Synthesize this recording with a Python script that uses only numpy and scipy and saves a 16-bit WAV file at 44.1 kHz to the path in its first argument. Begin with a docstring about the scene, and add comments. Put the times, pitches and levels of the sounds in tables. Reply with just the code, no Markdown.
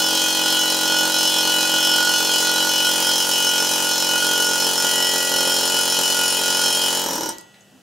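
"""A small air hammer drives a chisel against a cast metal housing in a dry, quiet workshop.
From the start it strikes about 45 times a second. Each piston stroke gives a low puff of exhaust,
a burst of hiss and a steel blow that rings the chisel and the casting; the tone shifts as the tool leans.
At seven seconds the trigger is eased off: the piston slows, knocks loosely and stops.
The casting rings on while the tool is lifted with a few clicks."""
import sys
import numpy as np
from scipy import signal
from scipy.fft import rfft, irfft
from scipy.io import wavfile
from scipy.ndimage import uniform_filter1d

SR = 44100
rng = np.random.default_rng(int(sys.argv[2]) if len(sys.argv) > 2 else 0)


def store_pcm(level_fs):
    """Save levels as 16-bit WAV."""
    pcm = np.round(np.clip(level_fs, -1, 1) * 32767).astype(np.int16)
    wavfile.write(sys.argv[1], SR, np.atleast_2d(pcm).T)


N = 344852
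TIME = np.arange(N) / SR

# piston speed under full air, sagging a little as the tool is leaned on: (time [s], rate [strokes/s])
STROKE_RATE = [(0.0, 45.68), (1.4, 45.12), (1.8, 45.42), (2.0, 45.0), (2.8, 45.17), (3.2, 44.98),
               (4.4, 45.14), (5.4, 44.31), (5.8, 44.79), (7.05, 44.75)]
# strength of the escaping air: (time [s], puff level [dB], hiss level [dB])
AIR_FLOW = [(0, -28.5, -32), (3.5, -28.5, -31.5), (4.5, -28.3, -32), (5.3, -27.5, -31.5), (6.2, -28, -32),
            (6.95, -28, -32), (7.06, -27.5, -33), (7.16, -29, -34), (7.2, -32, -37), (7.3, -32, -38)]
# how hard the piston hits the chisel: (time [s], level [dB])
BLOW_STRENGTH = [(0, -2.35), (3, -2), (4.6, -2.5), (6.85, -2), (6.97, -4.5), (7.05, -17), (7.13, -13.5),
                 (7.3, -20.5)]
# tilt of the chisel, which shifts what rings: (time [s], tilt [0 upright to 1 leaning])
TILT = [(0, 0), (1.5, 0), (2.6, 0.14), (3.4, 0.56), (4.3, 0.35), (4.9, 1), (6, 1), (7, 0.98)]
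# slowing strokes as the air runs out: (time [s], force [dB])
FINAL_STROKES = [(7.0609, 2.5), (7.0854, -2), (7.1079, 1), (7.1327, -0.5), (7.155, 1), (7.179, -0.5),
                 (7.2078, 1.5), (7.2318, 1), (7.259, 0.5), (7.289, -0.5)]


def gain_of(db):
    """Turns decibels into a number to multiply a sound by."""
    return 10 ** (np.asarray(db) / 20)


def fade(t, t60):
    """A fade that falls by 60 dB in t60 seconds."""
    return gain_of(-60 * t / t60)


def evened(x):
    """Scales a signal so that its average size (rms) is 1."""
    return x / np.sqrt(np.mean(x ** 2) + 1e-20)


def at_pitch(points, hz):
    """Looks up a table at the frequencies hz, with octaves evenly spaced."""
    table_hz, value = np.transpose(points)
    return np.interp(np.log(hz + 1), np.log(table_hz), value)


def at_time(rows, t, column=1):
    """Looks up one column of a table at the times t."""
    rows = np.asarray(rows)
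    return np.interp(t, rows[:, 0], rows[:, column])


def noise(colour):
    """Steady noise of average size 1, shaped by rows of (frequency [Hz], level [dB])."""
    gains = gain_of(at_pitch(colour, np.fft.rfftfreq(N, 1 / SR)))
    return evened(irfft(rfft(rng.standard_normal(N)) * gains, N))


def train(times, sizes):
    """One spike of the given size at each time."""
    return np.bincount(np.clip(np.round(times * SR), 0, N - 1).astype(int), sizes, N)


def repeat(shape, times, sizes):
    """Starts a copy of the shape at each time, scaled by its size."""
    return signal.oaconvolve(train(times, sizes), shape)[:N]


def pan(x, db):
    """Makes stereo with the left side db louder than the right."""
    return x * gain_of([[db / 2], [-db / 2]])


def cut_bass(x, edge_hz=900):
    """Small metal parts and narrow air ports give off almost no bass."""
    return signal.sosfilt(signal.butter(3, edge_hz, "high", fs=SR, output="sos"), x)


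def drift(times, memory_s):
    """A random value for each stroke that stays close to the ones just before it."""
    carry = np.exp(-np.diff(times).mean() / memory_s)
    return evened(signal.lfilter([1], [1, -carry], rng.standard_normal(len(times))))


def piston_strokes(start_cycle=.13):
    """Times and forces of all strokes; the tool is already running at the start."""
    steady = TIME[TIME < STROKE_RATE[-1][0]]
    cycles = start_cycle + np.cumsum(at_time(STROKE_RATE, steady)) / SR
    times = np.r_[0, steady[1:][np.diff(np.floor(cycles)) > 0]]
    final_times, final_db = np.transpose(FINAL_STROKES)
    return np.r_[times, final_times], gain_of(np.r_[np.zeros(len(times)), final_db])


def puff(overtones, stroke_hz, size=4096):
    """One pulse of exhaust air, smeared in time by its different paths to the listener."""
    # higher tones build up late, so each puff rises in pitch: (frequency [Hz], delay [s])
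    build_up = [(200, 0), (320, .0033), (450, .0015), (600, .0023), (800, .0035), (1000, .0076),
                (1300, .006), (2000, .004)]
    # the direct path and echoes off bench, walls and floor: (delay [ms], strength [factor])
    paths = [(0, 1), (3.4, .4), (8.8, .37), (11.9, .55)]
    hz = np.fft.rfftfreq(size, 1 / SR)
    tone = [(k * stroke_hz, db) for k, db in overtones]
    tone += [(1250, -10.5), (1750, -12.5), (2100, -29.5), (4000, -14.0), (9000, -67)]
    log_gain = np.log(gain_of(at_pitch(tone, hz)))
    mirrored = np.r_[log_gain, log_gain[-2:0:-1]]
    pulse = np.exp(np.conj(signal.hilbert(mirrored)))[:len(hz)]  # starts sharply, then dies away
    pulse *= np.exp(-2j * np.pi * np.cumsum(at_pitch(build_up, hz)) * hz[1])
    echoes = sum(gain * np.exp(-2j * np.pi * hz * ms / 1e3) for ms, gain in paths)
    return np.roll(irfft(pulse * echoes / (abs(echoes) + 0.0018)), size // 2)


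def exhaust(times, force, gain_db=-.5, uneven_db=1.35, lead_s=.003):
    """Nearly identical puffs, one a stroke, run together into a low buzz."""
    # tone of a puff, tool upright and leaning: (overtone [multiple of the stroke rate], level [dB])
    upright_tone = [(1, -40), (2, -18), (3, -22), (4, -1.5), (5, -11.5), (6, -2), (7, 3), (8, -3.5),
                    (9, -19), (10, 1), (11, -6.5), (12, 2), (13, 0), (14, -11.5), (15, -12), (16, -7.5),
                    (17, -1), (18, 2.5), (19, 0.5), (20, 1.5), (21, -10), (22, 4), (23, -18.5), (24, -10.5)]
    leaning_tone = [(1, -36), (2, -16), (3, -21), (4, -1.5), (5, -14), (6, 2.5), (7, -8.5), (8, -1.5),
                    (9, -14.5), (10, 0.5), (11, -5.5), (12, 1.5), (13, 0), (14, -6.5), (15, -18), (16, -7),
                    (17, -17), (18, -4), (19, 2), (20, 0.5), (21, -2), (22, -7), (23, -6), (24, -15.5)]
    size = force * gain_of(at_time(AIR_FLOW, times) + uneven_db * rng.standard_normal(len(times)))
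    tilt = at_time(TILT, times)
    # the valve opens just before the blow, a little unevenly
    times = times - lead_s + .0001 * rng.standard_normal(len(times))
    buzz = np.zeros(N)
    for shape, share in [(puff(upright_tone, 45.86), 1 - tilt), (puff(leaning_tone, 44.75), tilt)]:
        buzz += signal.oaconvolve(train(times, size * share), shape / np.linalg.norm(shape), "same")
    samples_per_stroke = SR / np.mean(at_time(STROKE_RATE, times))
    return pan(buzz, -0.54) * gain_of(gain_db) * np.sqrt(samples_per_stroke)


def air_hiss(times, force, gain_db=3, rise_s=.00011, delay_s=.0001, spread=.011):
    """Air leaves the port in a bright spit at each stroke, then drains more slowly."""
    # tone of the first spit and of the draining air: (frequency [Hz], level [dB])
    spit = [(200, -8), (1500, -29), (2200, -1.5), (3200, -19), (6000, 10), (7300, -6), (8400, 11),
            (10100, -7), (11700, 5), (13500, -3), (15700, 4)]
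    drain = [(60, -39), (400, 21.5), (1100, -3.5), (1700, -1.5), (2200, -5), (2900, -26), (3800, 3.5),
             (5500, 1), (7000, 9), (8500, -6), (9900, -19), (11700, 4), (13500, 1), (15700, -60)]
    t = np.arange(SR // 5) / SR
    flow_db = gain_db + at_time(AIR_FLOW, times, column=2)
    samples_per_stroke = SR * np.diff(times).mean()
    out = np.zeros((2, N))
    for colour, t60, uneven_db in [(spit, .032, 1), (drain, .26, .5)]:
        power = ((1 - np.exp(-t / rise_s)) * fade(t, t60)) ** 2
        power *= samples_per_stroke / power.sum()
        size = force * gain_of(flow_db - uneven_db * rng.standard_normal(len(times)))
        flow = np.sqrt(abs(repeat(power, times + delay_s, size ** 2)))
        out += flow * (pan(noise(colour), 0.2) + spread * noise(colour) * np.array([[1], [-1]]))
    return out


def tone_swells(times, hz):
    """One ringing tone briefly swells louder and steadier: gives steadiness (0 to 1) and boost in dB."""
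    # moments when a tone swells: (middle [s], half length [s], tone [Hz], boost [dB])
    swells = [(.17, .13, 3202, 2), (1.54, .05, 2961, 4), (1.72, .04, 2961, 3), (1.87, .04, 2961, 3),
              (2.77, .06, 2961, 4), (3.08, .09, 3202, 5), (3.45, .05, 2961, 4), (4.1, .06, 2961, 3),
              (4.39, .04, 2961, 3), (4.99, .08, 2961, 4), (5.0, .27, 1934, 10), (5.74, .05, 2961, 5),
              (6.21, .05, 2961, 4)]
    middle, half_length, tone_hz, boost_db = np.transpose(swells)
    shapes = np.exp(-((times[:, None] - middle) / half_length) ** 4) * (tone_hz == hz)
    return shapes.sum(1), shapes @ boost_db


def steel_ring(times, force, gain_db=2, delay_s=.0008, uneven_db=2.5, seat_db=4.5, sag_hz=14):
    """Blows push each tone of the metal roughly in step with its swing; uneven contact makes it waver."""
    # tones of chisel and casting:
    # (frequency [Hz], fade time [s], level upright [dB], half leaning [dB], leaning [dB])
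    tones = [(1454, .2, -28, -29.5, -32), (1934, 1.2, -44.5, -44, -46), (2961, .23, -26.3, -27, -28.5),
             (2508, .27, -37, -39, -38), (3202, .36, -29, -31, -29), (3429, .45, -33, -39, -42),
             (3961, .4, -33, -38, -39), (4172, .24, -44, -46, -46), (4301, .25, -32, -36, -36),
             (4581, .37, -41, -41, -41), (5056, .18, -35, -33, -34), (5302, .16, -30.5, -28.5, -28.5),
             (5432, .18, -40, -40, -43), (5529, .24, -38, -38, -36), (6013, .3, -40, -32, -38),
             (6314, .3, -33, -34, -39), (6843, .25, -39, -38, -34), (7020, .25, -40, -38, -37),
             (7063, .2, -42, -41, -39), (7386, .2, -50, -48, -41), (8995, .15, -42, -42, -42),
             (9372, .15, -48, -44, -41), (9722, .11, -46, -43, -36), (10250, .15, -50, -48, -43),
             (10917, .3, -43, -38, -45), (14901, .15, -44, -47, -56)]
    # where the tones sit in stereo: (frequency [Hz], left over right [dB])
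    sides = [(1450, -5), (1950, -6), (2960, 3), (3300, -0.5), (5300, -1.5), (6500, 1.5), (9700, 12.5),
             (11000, -2.5)]
    # extra level of the lowest tone: (time [s], level [dB])
    lowest_boost = [(0, -2), (1.1, -1), (2.4, 2.9), (3.3, -0.2), (4.6, 1.3), (6.6, 1.5), (6.95, -4.5),
                    (7.3, 6)]
    tilt, hits = at_time(TILT, times), times + delay_s
    out = np.zeros((2, N))
    for k, (hz, t60, *db_by_tilt) in enumerate(tones):
        steadiness, swell_db = tone_swells(times, hz)
        db = gain_db + np.interp(tilt, [0, .5, 1], db_by_tilt) + at_time(BLOW_STRENGTH, times) + swell_db
        cycles = hz * TIME
        if k == 0:
            db += at_time(lowest_boost, times)
            cycles -= sag_hz * np.cumsum(at_time(TILT, TIME)) / SR  # goes flat as the chisel leans
        uneven, jolt, slip = rng.standard_normal((len(times), 3)).T * (1 - steadiness)
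        # the tip shifts in its seat, so each tone's level wanders by itself
        wander_db = seat_db * np.tanh(drift(times, memory_s=.035)) * (1 - steadiness)
        size = force * gain_of(db + wander_db + uneven_db * uneven)
        kicks = size * np.exp(1j * (jolt + .683 * np.cumsum(slip)))  # angle: how far out of step
        kicks[0] *= 1.7  # the metal is already ringing
        drive = train(hits, kicks.real) + 1j * train(hits, kicks.imag)
        drive = uniform_filter1d(drive, int(SR * 5 / hz) + 1)  # a blow takes five cycles to soak in
        swing = signal.lfilter([1], [1, -fade(1 / SR, t60)], drive + 1e-15)
        running_power = np.mean(abs(swing[TIME < times[-1]]) ** 2)
        swing *= np.sqrt(2 * np.mean(gain_of(db) ** 2) / running_power)
        ring = swing * np.exp(2j * np.pi * cycles)
        stereo_phase = np.exp(1j * rng.uniform(-0.056, 0.093) * np.array([[1], [-1]]))
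        out += (pan(ring, at_pitch(sides, hz)) * stereo_phase).imag
    return cut_bass(out)


def casting_rattle(times, force, gain_db=-27, t60=.3, delay_s=.001, count=160):
    """Each blow stirs the casting's many weak tones, which blur into a metallic rattle."""
    # tone of the rattle: (frequency [Hz], level [dB])
    colour = [(2300, -10), (2900, 0.5), (4000, -7.5), (5600, -1), (7000, -7), (10000, -5.5), (15500, -22)]
    t = np.arange(SR // 4) / SR
    hz = rng.uniform(colour[0][0], colour[-1][0], (count, 1))
    phase = rng.uniform(0, 2 * np.pi, (count, 1))
    tones = gain_of(at_pitch(colour, hz)) * np.sin(2 * np.pi * hz * t + phase) * fade(t, t60)
    size = force * gain_of(at_time(BLOW_STRENGTH, times) + 2 * rng.standard_normal(len(times)))
    hits = times + delay_s + .0002 * rng.standard_normal(len(times))
    overlapping_blows = len(t) * STROKE_RATE[0][1] / SR
    ring = evened(tones.sum(0)) / np.sqrt(overlapping_blows)
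    return pan(repeat(ring, hits, size), 0.16) * gain_of(gain_db)


def recoil(times, force, gain_db=-31, tilt_db=6, hz=440, t60=.019, rise_s=.0022, lead_s=.0018):
    """For a few strokes at a time the tool kicks back off its chisel with a dull knock."""
    t = np.arange(SR // 20) / SR
    knock = np.sin(2 * np.pi * hz * t) * (1 - np.exp(-t / rise_s)) * fade(t, t60)
    looseness = np.clip(drift(times, memory_s=.15) - .12, 0, 1)
    size = force * looseness * gain_of(gain_db + tilt_db * at_time(TILT, times))
    return cut_bass(repeat(knock / abs(knock).max(), times - lead_s, size), edge_hz=285)


def room_noise(air_db=-55, drone_hz=199, drone_db=-62):
    """Soft workshop noise with a faint low drone."""
    # tone of the quiet room: (frequency [Hz], level [dB])
    colour = [(18, -57), (30, -32), (160, 1.5), (197, -6), (479, -7.5), (808, -8), (1050, -16), (1910, -14),
              (2070, -23), (2910, -13), (3780, -19), (6720, -19.5), (15500, -30)]
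    air = noise(colour) + .5 * np.array([noise(colour), noise(colour)])
    drone = evened(np.sin(2 * np.pi * drone_hz * TIME))
    return gain_of(air_db) * air + gain_of(drone_db) * drone


def room_echo(x, size=22050, gap_s=.008):
    """Many reflections blend into a short echo whose treble dies first."""
    # how long the echo takes to fall by 60 dB: (frequency [Hz], fade time [s])
    fade_times = [(150, 0.6), (500, 0.44), (2000, 0.45), (6000, 0.11), (15000, 0.062)]
    # stereo width of the echo: (frequency [Hz], width [left-right difference over shared part])
    widths = [(180, 0.13), (600, 1.02), (1200, 1.07), (4000, 0.59), (8500, 1.3), (12000, 0.042)]
    reflections = rng.standard_normal((2, size)) * (np.arange(size) > gap_s * SR)
    hz, t, (middle, side) = signal.stft(reflections, SR, nperseg=256)
    side = side * at_pitch(widths, hz)[:, None]
    bands = np.array([middle + side, middle - side]) * fade(t, at_pitch(fade_times, hz)[:, None])
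    tail = signal.istft(bands, SR, nperseg=256)[1]
    return signal.fftconvolve(x.mean(0)[None], tail / np.linalg.norm(tail[0]), axes=1)[:, :N]


def loose_knocks(t60=.13, rise_s=.001):
    """With the air nearly shut off, the tool knocks loosely on its chisel and the valve whistles."""
    # two knocking bands and the whistle: (centre [Hz], width [Hz], level [dB])
    bands = [(333, 88, -33.5), (953, 94, -34.5), (5750, 690, -29.5)]
    times, force_db = np.transpose(FINAL_STROKES)
    t = np.arange(SR // 4) / SR
    loudness = repeat((1 - np.exp(-t / rise_s)) * fade(t, t60), times, gain_of(force_db))
    hz = np.geomspace(40, 18000, 400)
    out = np.zeros(N)
    for centre, width, db in bands:
        colour_db = -10 * np.log10(1 + (2 * (hz - centre) / width) ** 4)
        out += gain_of(db) * noise(np.c_[hz, colour_db])
    return loudness * out


def casting_ring_out(rise_s=.01):
    """Freed from the chisel's pressure, the casting rings on after the last stroke."""
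    # tones of the free casting: (frequency [Hz], level [dB], fade time [s])
    tones = [(1430, -53, 1.4), (1940, -45.5, 1.2), (2680, -58, 3), (2980, -57, 3.4), (3429, -53, 1.2),
             (6400, -49, 0.9), (7795, -59, 1.9)]
    t = np.maximum(TIME - FINAL_STROKES[-1][0], 0)
    ring = sum(gain_of(db) * fade(t, t60) * np.sin(2 * np.pi * hz * t) for hz, db, t60 in tones)
    return (1 - np.exp(-t / rise_s)) * ring


def handling_clicks(gain_db=-6.5):
    """The trigger valve snaps shut and the chisel is lifted out of its seat."""
    # short bursts of noise: (time [s], level [dB], centre [Hz], width [octaves], fade time [s])
    clicks = [(7.2925, -11.5, 8700, 0.11, 0.015), (7.3838, -22, 7700, 1, 0.012),
              (7.4108, -32, 8500, .6, .02), (7.542, -43, 2790, 1, .08), (7.608, -40, 6600, .15, .03),
              (7.713, -45, 270, 0.3, 0.34)]
    hz = np.geomspace(40, 18000, 80)
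    out = np.zeros(N)
    for start, db, centre, octaves, t60 in clicks:
        colour_db = -10 * np.log10(1 + (np.log2(hz / centre) / octaves * 2) ** 4)
        loudness = gain_of(db + gain_db) * fade(np.maximum(TIME - start, 0), t60) * (TIME >= start)
        out += loudness * noise(np.c_[hz, colour_db])
    return out


def scene():
    """Adds the hammer's low and bright sounds, their echoes, the ringing metal and the room noise."""
    times, force = piston_strokes()
    buzz = exhaust(times, force) + recoil(times, force)
    knocks = loose_knocks()
    bright = cut_bass(air_hiss(times, force) + casting_rattle(times, force)) + handling_clicks()
    low_echo = room_echo(gain_of(-15.5) * buzz + gain_of(-11) * knocks)
    bright_echo = gain_of(-3.5) * room_echo(bright)
    metal = steel_ring(times, force) + casting_ring_out()
    return buzz + knocks + bright + low_echo + bright_echo + metal + room_noise()


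def record(dry):
    """Cuts the very highest treble, above 15750 Hz."""
    low_pass = signal.firwin(1023, 15750, window=("kaiser", 9), fs=SR)
    return signal.oaconvolve(dry, low_pass[None], "same")


dry = scene()
out = record(dry)
store_pcm(out)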